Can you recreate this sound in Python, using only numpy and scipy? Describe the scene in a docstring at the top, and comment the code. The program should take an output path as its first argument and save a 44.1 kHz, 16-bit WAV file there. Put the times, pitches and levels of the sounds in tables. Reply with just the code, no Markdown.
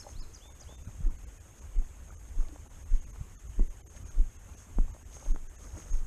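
"""A grassy field at dusk, crossed by a walker who carries a small camera in a closed case.
Air, grass and clothes are shaped noise; the case's port lifts the hiss in one narrow band.
Footfalls are damped low swings, bumps are short wave packets, and loose fittings ring decaying modes.
A far bird sings gliding near-sine notes at the start, with a scattered echo. Dry stalks snap as short ticks.
At moments the upper bands dip briefly while a few narrow bands stand out as tones."""
import sys
import numpy as np
from scipy import signal
from scipy.io import wavfile
from scipy.ndimage import uniform_filter1d

SR = 44100
rng = np.random.default_rng(int(sys.argv[2]) if len(sys.argv) > 2 else 0)


def store_wav(level_fs):
    """Save 16-bit WAV to argv[1]."""
    pcm = np.round(np.clip(np.atleast_2d(level_fs), -1, 1) * 32767)
    wavfile.write(sys.argv[1], SR, pcm.T.astype(np.int16))


def gain_from_decibels(decibels):
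    """Convert decibel values to linear amplitude factors."""
    exponent = np.asarray(decibels, float) / 20
    return 10 ** exponent


N = 267378  # length in samples


def read(points, hz):
    """Spectral envelope: linear interpolation of level over log frequency."""
    point_hz, value = np.transpose(points)
    return np.interp(np.log(hz + 1), np.log(point_hz + 1), value)


def evened(x):
    """Normalisation: scales to an rms of 1."""
    return x / np.sqrt(np.mean(x ** 2) + 1e-20)


def add(mix, s, sound):
    """Superposition: mixes a sound in from time s."""
    part = mix[max(round(s * SR), 0):][:len(sound)]
    part += sound[:len(part)]


def noise(shape, patchy_db, flicker_db, size):
    """Filtered random noise: Gaussian short-time spectra with small patches and a flicker of all bands."""
    frames = 4 * N // size + 5
    hz = np.fft.rfftfreq(size, 1 / SR)
    real, imaginary, patches = rng.standard_normal((frames, len(hz), 3)).T
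    patches = uniform_filter1d(patches, size=5, axis=0)
    patches = evened(uniform_filter1d(patches, size=5, axis=1))
    flicker = evened(uniform_filter1d(rng.standard_normal(frames), size=4))
    level_db = read(shape, hz)[:, None] + patchy_db * patches + flicker_db * flicker
    spectra = (real + 1j * imaginary) * gain_from_decibels(level_db)
    sound = signal.istft(spectra, nperseg=size, noverlap=3 * size // 4)[1]
    return evened(sound[:N])


# spectrum of the evening air, relative: frequency_hz, density_db (per Hz)
AIR_SPECTRUM = [(40, -35), (150, -13.5), (300, -10), (400, -8), (2600, -17), (3500, -20.5), (4150, -29.5),
                (5000, -28), (6000, -35), (6500, -25.5), (7000, -12), (10400, -25.5), (12100, -22.5),
                (13400, -27), (14800, -51)]


def evening_air():
    """Stationary broadband noise: a steady hiss with a fixed spectrum."""
    return gain_from_decibels(-62.5) * noise(AIR_SPECTRUM, 2.33, 0.091, size=1024)


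# level of the rumble through time: time_s, level_db
SWAY_LEVEL = [(0, -50), (.5, -48), (.98, -45), (1.25, -48), (1.82, -47.5), (2.09, -48.5), (3.46, -45.5),
              (3.86, -51.5), (4.03, -43), (4.59, -51), (4.79, -42.5), (4.96, -47.5), (5.52, -51),
              (5.77, -46.5), (6.06, -45)]
# spectrum of the rumble, relative: frequency_hz, density_db (per Hz)
SWAY_SPECTRUM = [(12, -18), (25, -7.5), (48, 2), (75, -4), (110, -14.5), (170, -26), (300, -31),
                 (600, -101)]


def sway():
    """Amplitude-modulated low noise: the rumble of the swaying case."""
    level_db = np.interp(np.arange(N) / SR, *np.transpose(SWAY_LEVEL))
    return gain_from_decibels(level_db) * noise(SWAY_SPECTRUM, 2.53, 0.82, size=2048)


def snaps():
    """Impulsive excitation: dry stalks crack under the shoes as sparse three-cycle ticks, a few large."""
    out = np.zeros(N)
    snaps_per_s, bands = 300, 8
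    for hz in np.geomspace(1500, 11000, num=bands):
        t = np.arange(round(3 * SR / hz)) / SR
        tick = np.sin(2 * np.pi * hz * t) * np.hanning(len(t))
        struck = rng.random(N) < snaps_per_s / bands / SR
        size = gain_from_decibels(2.33 * np.minimum(rng.exponential(1, N), 4)) * struck
        out += signal.oaconvolve(size, tick)[:N]
    return evened(out)


def wandering(level_db, wander_db):
    """Slow random modulation: a level that drifts about its middle value."""
    window_s = 0.04
    wander = uniform_filter1d(rng.standard_normal(N), size=round(window_s * SR))
    return gain_from_decibels(level_db + wander_db * evened(wander))


# legs brushing through taller grass: crest_s, grass_db, clothes_db, half_length_s (to 1/e)
BRUSHES = [(0, -52.5, -63, 0.037), (0.107, -55.5, -66, 0.038), (0.71, -65.5, -63, 0.037),
           (.9, -70, -61.5, 0.075), (1.607, -63.5, -61.5, .05), (2.11, -71, -61.5, .04),
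           (2.41, -63, -59, 0.044), (2.79, -64, -64.5, 0.047), (2.962, -61, -74, 0.025),
           (3.147, -76, -63, 0.079), (3.973, -56.5, -59, 0.018), (4.08, -59.5, -66, .05),
           (4.605, -58.5, -62.5, 0.046), (5.156, -54, -60, 0.043), (5.264, -58, -58, 0.097),
           (5.646, -57, -57.5, 0.064), (5.795, -54, -56.5, 0.057), (5.929, -56.5, -57.5, 0.081)]
# spectrum of the grass, relative, with the port's narrow band: frequency_hz, density_db (per Hz)
GRASS_SPECTRUM = [(800, -64), (4000, -23.5), (5500, -5), (6200, -1.5), (6500, 14), (6900, -9), (8000, -5),
                  (10900, -15), (13000, -25), (14800, -53)]
# spectrum of rubbing clothes, relative: frequency_hz, density_db (per Hz)
CLOTHES_SPECTRUM = [(40, -68), (90, -51), (170, 5.5), (300, 2), (600, -3), (1300, -7), (2500, -18.5),
                    (5000, -30)]


def brushing():
    """Friction noise: Gaussian swells of grass swish, its snaps and lumpy rubbing of clothes."""
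    t = np.arange(N) / SR
    grass = wandering(-65.5, 1)  # levels between the brushes
    clothes = wandering(-65, 2.5)
    for s, grass_db, clothes_db, half in BRUSHES:
        swell = np.exp(-((t - s) / half) ** 2)
        grass = np.hypot(grass, gain_from_decibels(grass_db) * swell)  # powers add
        clothes = np.hypot(clothes, gain_from_decibels(clothes_db) * swell)
    swish = noise(GRASS_SPECTRUM, 0.45, 0.53, size=256)
    rubbing = noise(CLOTHES_SPECTRUM, 3.44, 0.58, size=512)
    return clothes * rubbing + grass * (swish + gain_from_decibels(-10) * snaps())


# opening bird notes, one table a note: time_s, pitch_hz, level_db (rms)
BIRD_OPENING = [
    [(0, 5120, -55), (.013, 5460, -49), (.02, 4600, -68), (.04, 4060, -61)],
    [(.13, 2958, -70), (.15, 3500, -69), (.17, 4176, -61), (.185, 4500, -69), (.211, 5350, -54),
     (.222, 4400, -63), (.24, 3942, -62), (.247, 3900, -73)],
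]
# notes of the repeated phrase, one table a note: time_s (from its start), pitch_hz, level_db (before gain)
BIRD_PHRASE = [
    [(0, 5700, -64), (.005, 6400, -51.5), (.009, 7200, -60)],
    [(.008, 5000, -60), (.014, 6000, -50.5), (.02, 7100, -53)],
    [(.021, 4850, -65), (.028, 5000, -56), (.034, 4850, -65), (.045, 3500, -68)],
    [(.07, 2750, -69), (.078, 3000, -66), (.09, 3390, -64), (.126, 3570, -64), (.17, 3604, -71.5),
     (.22, 3570, -76), (.29, 3574, -81)],
]
# times the phrase is sung: start_s, gain_db
PHRASE_STARTS = [(.335, 0.5), (.597, 0.3)]


def bird():
    """Frequency modulation and diffuse reflection: gliding near-sines with a faint echo from the trees."""
    out = np.zeros(N)
    notes = [(0, 0, note) for note in BIRD_OPENING]
    notes += [(start, db, note) for start, db in PHRASE_STARTS for note in BIRD_PHRASE]
    for start, db, note in notes:
        s, hz, level_db = np.transpose(note)
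        t = np.arange(s[0], s[-1], 1 / SR)
        pitch_hz = uniform_filter1d(np.interp(t, s, hz), size=100, mode="nearest")
        tone = np.sin(2 * np.pi * np.cumsum(pitch_hz) / SR)
        tone *= signal.windows.tukey(len(t), 120 / len(t))  # soft ends
        # moving air blurs far notes
        waver_db = 1.5 * evened(uniform_filter1d(rng.standard_normal(len(t)), size=400))
        level = gain_from_decibels(db + np.interp(t, s, level_db) + waver_db) * np.sqrt(2)  # rms to peak
        add(out, start + s[0], level * tone)
    t = np.arange(SR // 2) / SR
    echo_t60_s, echo_delay_s = 0.6, 0.012
    echo = rng.standard_normal(len(t)) * gain_from_decibels(-60 * t / echo_t60_s) * (t > echo_delay_s)
    echo /= np.linalg.norm(echo)
    return out + gain_from_decibels(-8) * signal.fftconvolve(out, echo)[:N]


# knocks of loose fittings: start_s, peak_db, pitch_hz (favours nearby modes), ring_factor
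KNOCKS = [(0.046, -48, 610, 6.3), (0.0659, -38, 760, 4.1), (.082, -47, 650, 1.5), (0.091, -43, 800, 1.5),
          (.454, -50.5, 590, 2.9), (.49, -49.5, 690, 4.6), (0.615, -49.5, 590, 4.2),
          (0.691, -46.5, 590, 2.7), (.725, -39, 455, 0.76), (1.059, -46, 404, 0.65), (1.79, -45, 303, 2.2),
          (2.094, -47, 900, 0.83), (2.105, -45.5, 1450, 0.72), (2.406, -45, 1710, 0.3),
          (2.425, -50, 1400, 1.1), (2.49, -48, 300, 13), (2.525, -45.5, 302, 21), (2.56, -40, 910, 0.78),
          (2.661, -48, 900, 1.4), (3.1603, -39, 900, 0.13), (3.595, -25, 286, 0.3), (3.95, -53, 600, 1.9),
          (2.93, -46.5, 290, 2), (4.181, -40.5, 250, 1.2), (4.786, -20.5, 378, 0.22),
          (4.947, -43.5, 544, 1.8), (4.965, -42, 530, 0.82), (5.168, -41.5, 690, 0.4),
          (5.226, -43.5, 800, 2.2), (5.261, -41.5, 556, 2), (5.361, -30.5, 800, 0.12),
          (5.768, -46, 596, 2.5)]
# modes the case rings with: frequency_hz, level_db (relative), t60_s (before the ring factor)
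CASE_MODES = [(219, 2, 0.076), (297, 19, 0.0064), (590, 5, 0.012), (800, 5, 0.008), (1200, -11, 0.02),
              (1940, -65, .006)]


def knocks():
    """Modal excitation: each knock rings the damped modes of the case that lie near its own pitch."""
    out, t = np.zeros(N), np.arange(4000) / SR
    hz, mode_db, t60 = np.transpose(CASE_MODES)[:, :, None]
    rise_s = 0.0013
    rise = np.sin(np.pi / 2 * np.minimum(t / rise_s, 1)) ** 2
    for s, db, centre_hz, ring in KNOCKS:
        struck_db = mode_db - 15 * np.log2(hz / centre_hz) ** 2
        decay_db = 60 * t / (t60 * max(ring, 0.1))
        modes = gain_from_decibels(struck_db - decay_db) * np.sin(2 * np.pi * hz * t)
        sound = modes.sum(0) * rise
        add(out, s, gain_from_decibels(db) * sound / abs(sound).max())
    return out


# lighter bumps of the case between footfalls: crest_s, peak_db, pitch_hz, swings (cycles from crest to 1/e)
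BUMPS = [(0.158, -34.5, 53.7, 0.19), (0.875, -33.5, 126, 0.34), (0.886, -36.5, 106, 0.85),
         (0.995, -36, 80, 0.87), (1.008, -32.5, 123, 0.65), (3.2126, -28, 86, 0.37), (3.701, -31, 31, 0.47),
         (4.151, -35.5, 26, 0.92), (4.275, -33, 30.3, 0.57), (4.892, -39, 45, 0.92),
         (4.919, -39.5, 89, 0.92), (5.446, -35, 21.3, 1), (5.745, -32, 73, 0.7), (5.922, -35.5, 60, 0.45),
         (6.024, -31.5, 28.8, .7)]


def bumps():
    """Gaussian wave packet: short low pushes that swell and fade around one crest."""
    out, t = np.zeros(N), np.arange(-3000, 3000) / SR
    for s, db, hz, swings in BUMPS:
        envelope = np.exp(-(t * hz / swings) ** 2)
        add(out, s + t[0], gain_from_decibels(db) * np.cos(2 * np.pi * hz * t) * envelope)
    return out


# footfalls: dip_s (deepest swing), level_db (of the fundamental), swing_hz (nominal),
# decay_s, rattle_db (relative to level_db)
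FOOTFALLS = [(0.2009, -30.5, 22.2, 0.057, -29), (1.0703, -17.5, 26, 0.025, -28.5),
             (1.7909, -17.5, 26.2, 0.025, -30.5), (2.4033, -17.5, 23.2, 0.029, -32.5),
             (2.9436, -14.5, 23.4, 0.024, -37.5), (3.616, -14.5, 24.8, 0.022, -27),
             (4.2071, -13.5, 25.2, 0.019, -35.5), (4.806, -15, 25.7, 0.029, -30.5),
             (5.3124, -16.5, 22.9, 0.032, -30), (5.9478, -18.5, 24, 0.055, -45)]


def footfalls():
    """Damped oscillation: the case swings on its mount, builds up quickly, dips, then rebounds slower."""
    out, t = np.zeros(N), np.arange(-4410, 8820) / SR
    build_up_s = 0.029
    rounded = np.hypot(t, 0.004)  # |t| with a soft corner
    rattle_band = signal.butter(4, [70, 330], "band", fs=SR, output="sos")
    for s, db, hz, fall, rattle_db in FOOTFALLS:
        size = np.exp(-np.where(t < 0, (t / build_up_s) ** 2, (rounded - 0.004) / fall))
        turn = 2 * np.pi * hz * (t - 0.55 * t ** 2 - 0.2 * rounded)  # the swing slows down
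        swing = -np.cos(turn) - 0.14 * np.cos(2 * turn) * size  # the stiff mount sharpens the dip
        add(out, s + t[0], gain_from_decibels(db) * size * swing)
        # the case rattles while it swings
        lumps = gain_from_decibels(4.3 * evened(uniform_filter1d(rng.standard_normal(len(t)), size=400)))
        shake = signal.sosfilt(rattle_band, rng.standard_normal(len(t)))
        add(out, s + t[0], gain_from_decibels(db + rattle_db) * size * evened(shake * lumps))
    return out


# single stalks that snap clearly: start_s (the crest follows about 1 ms later), peak_db
CRACKS = [(2.4848, -42), (2.9562, -49), (5.2594, -54), (5.2794, -55)]


def cracks():
    """Time-bandwidth reciprocity: a pulse of about one cycle is wide in spectrum."""
    out, t = np.zeros(N), np.arange(-40, 40) / SR
    pitch_hz, half_length_s = 4500, 0.0001
    pulse = np.cos(2 * np.pi * pitch_hz * t) * np.exp(-(t / half_length_s) ** 2)
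    for s, db in CRACKS:
        add(out, s, gain_from_decibels(db) * pulse)
    return out


# the deepest moments when the hiss drops out: centre_s, depth_db
DIPS = [(.211, -21), (.492, -14), (.768, -14), (1.093, -28), (1.175, -16), (1.258, -27), (1.393, -16),
        (1.774, -24), (2.159, -18), (2.689, -16), (2.848, -14), (3.056, -19), (3.365, -19), (3.382, -19),
        (3.483, -14), (3.692, -19), (3.832, -28), (3.852, -28), (3.888, -19), (4.097, -18), (4.379, -18),
        (4.926, -27), (5.042, -14), (5.335, -24), (5.484, -19), (5.574, -18)]


def dropouts(x):
    """Time-varying filtering: upper bands dip for an instant while a few narrow ones become brief tones."""
    hz, t, z = signal.stft(x, SR, nperseg=512, noverlap=448)
    upper = np.clip(np.log2((hz + 1) / 450), 0, 1)  # fades in over one octave
    band = np.arange(len(hz)) // 2 * 2  # pairs of bins share one draw
    level = uniform_filter1d(abs(z[0]), size=9, axis=1)
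    usual = np.median(level, axis=1)
    slight_dips, slight_dip_db = 14, -12  # shallow ones fall at random
    dips = DIPS + [(s, slight_dip_db) for s in rng.uniform(0, N / SR, slight_dips)]
    draws = rng.random((len(dips), len(hz)))
    # the loud port band often lasts
    spare_chance = 0.07 + 0.12 * (hz < 3000) + 0.45 * np.exp(-((hz - 6500) / 600) ** 2)
    dip_half_s, tone_half_s = 0.014 / 1.5, 0.014  # from centre to 1/e of the change in dB
    for (s, db), draw in zip(dips, draws):
        spared = draw[band] < spare_chance
        strong = level[:, np.argmin(abs(t - s))] > gain_from_decibels(11) * usual  # loud notes and knocks pass through
        dip_shape = np.exp(-((t - s) / dip_half_s) ** 4)
        tone_shape = np.exp(-((t - s) / tone_half_s) ** 4)
        dip_db = db * np.outer(upper * ~(spared | strong), dip_shape)
        tone_db = 5.14 * np.outer(upper * (spared & ~strong), tone_shape)
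        z = z * gain_from_decibels(dip_db + tone_db)
    return signal.istft(z, SR, nperseg=512, noverlap=448)[1][:, :N]


def scene():
    """Linear superposition: the steady air, the walker, the bird and the case sum to one channel."""
    walker = sway() + brushing() + cracks()
    case = knocks() + bumps() + footfalls()
    return (evening_air() + walker + bird() + case)[None]


def band_limit(x):
    """A steep low-pass at the top of the band."""
    return signal.sosfilt(signal.butter(12, 14820, fs=SR, output="sos"), x)


def record(dry):
    """Signal chain: the brief dropouts act on the sum of all sources."""
    mix = dropouts(dry)
    return band_limit(mix)


dry = scene()
out = record(dry)
store_wav(out)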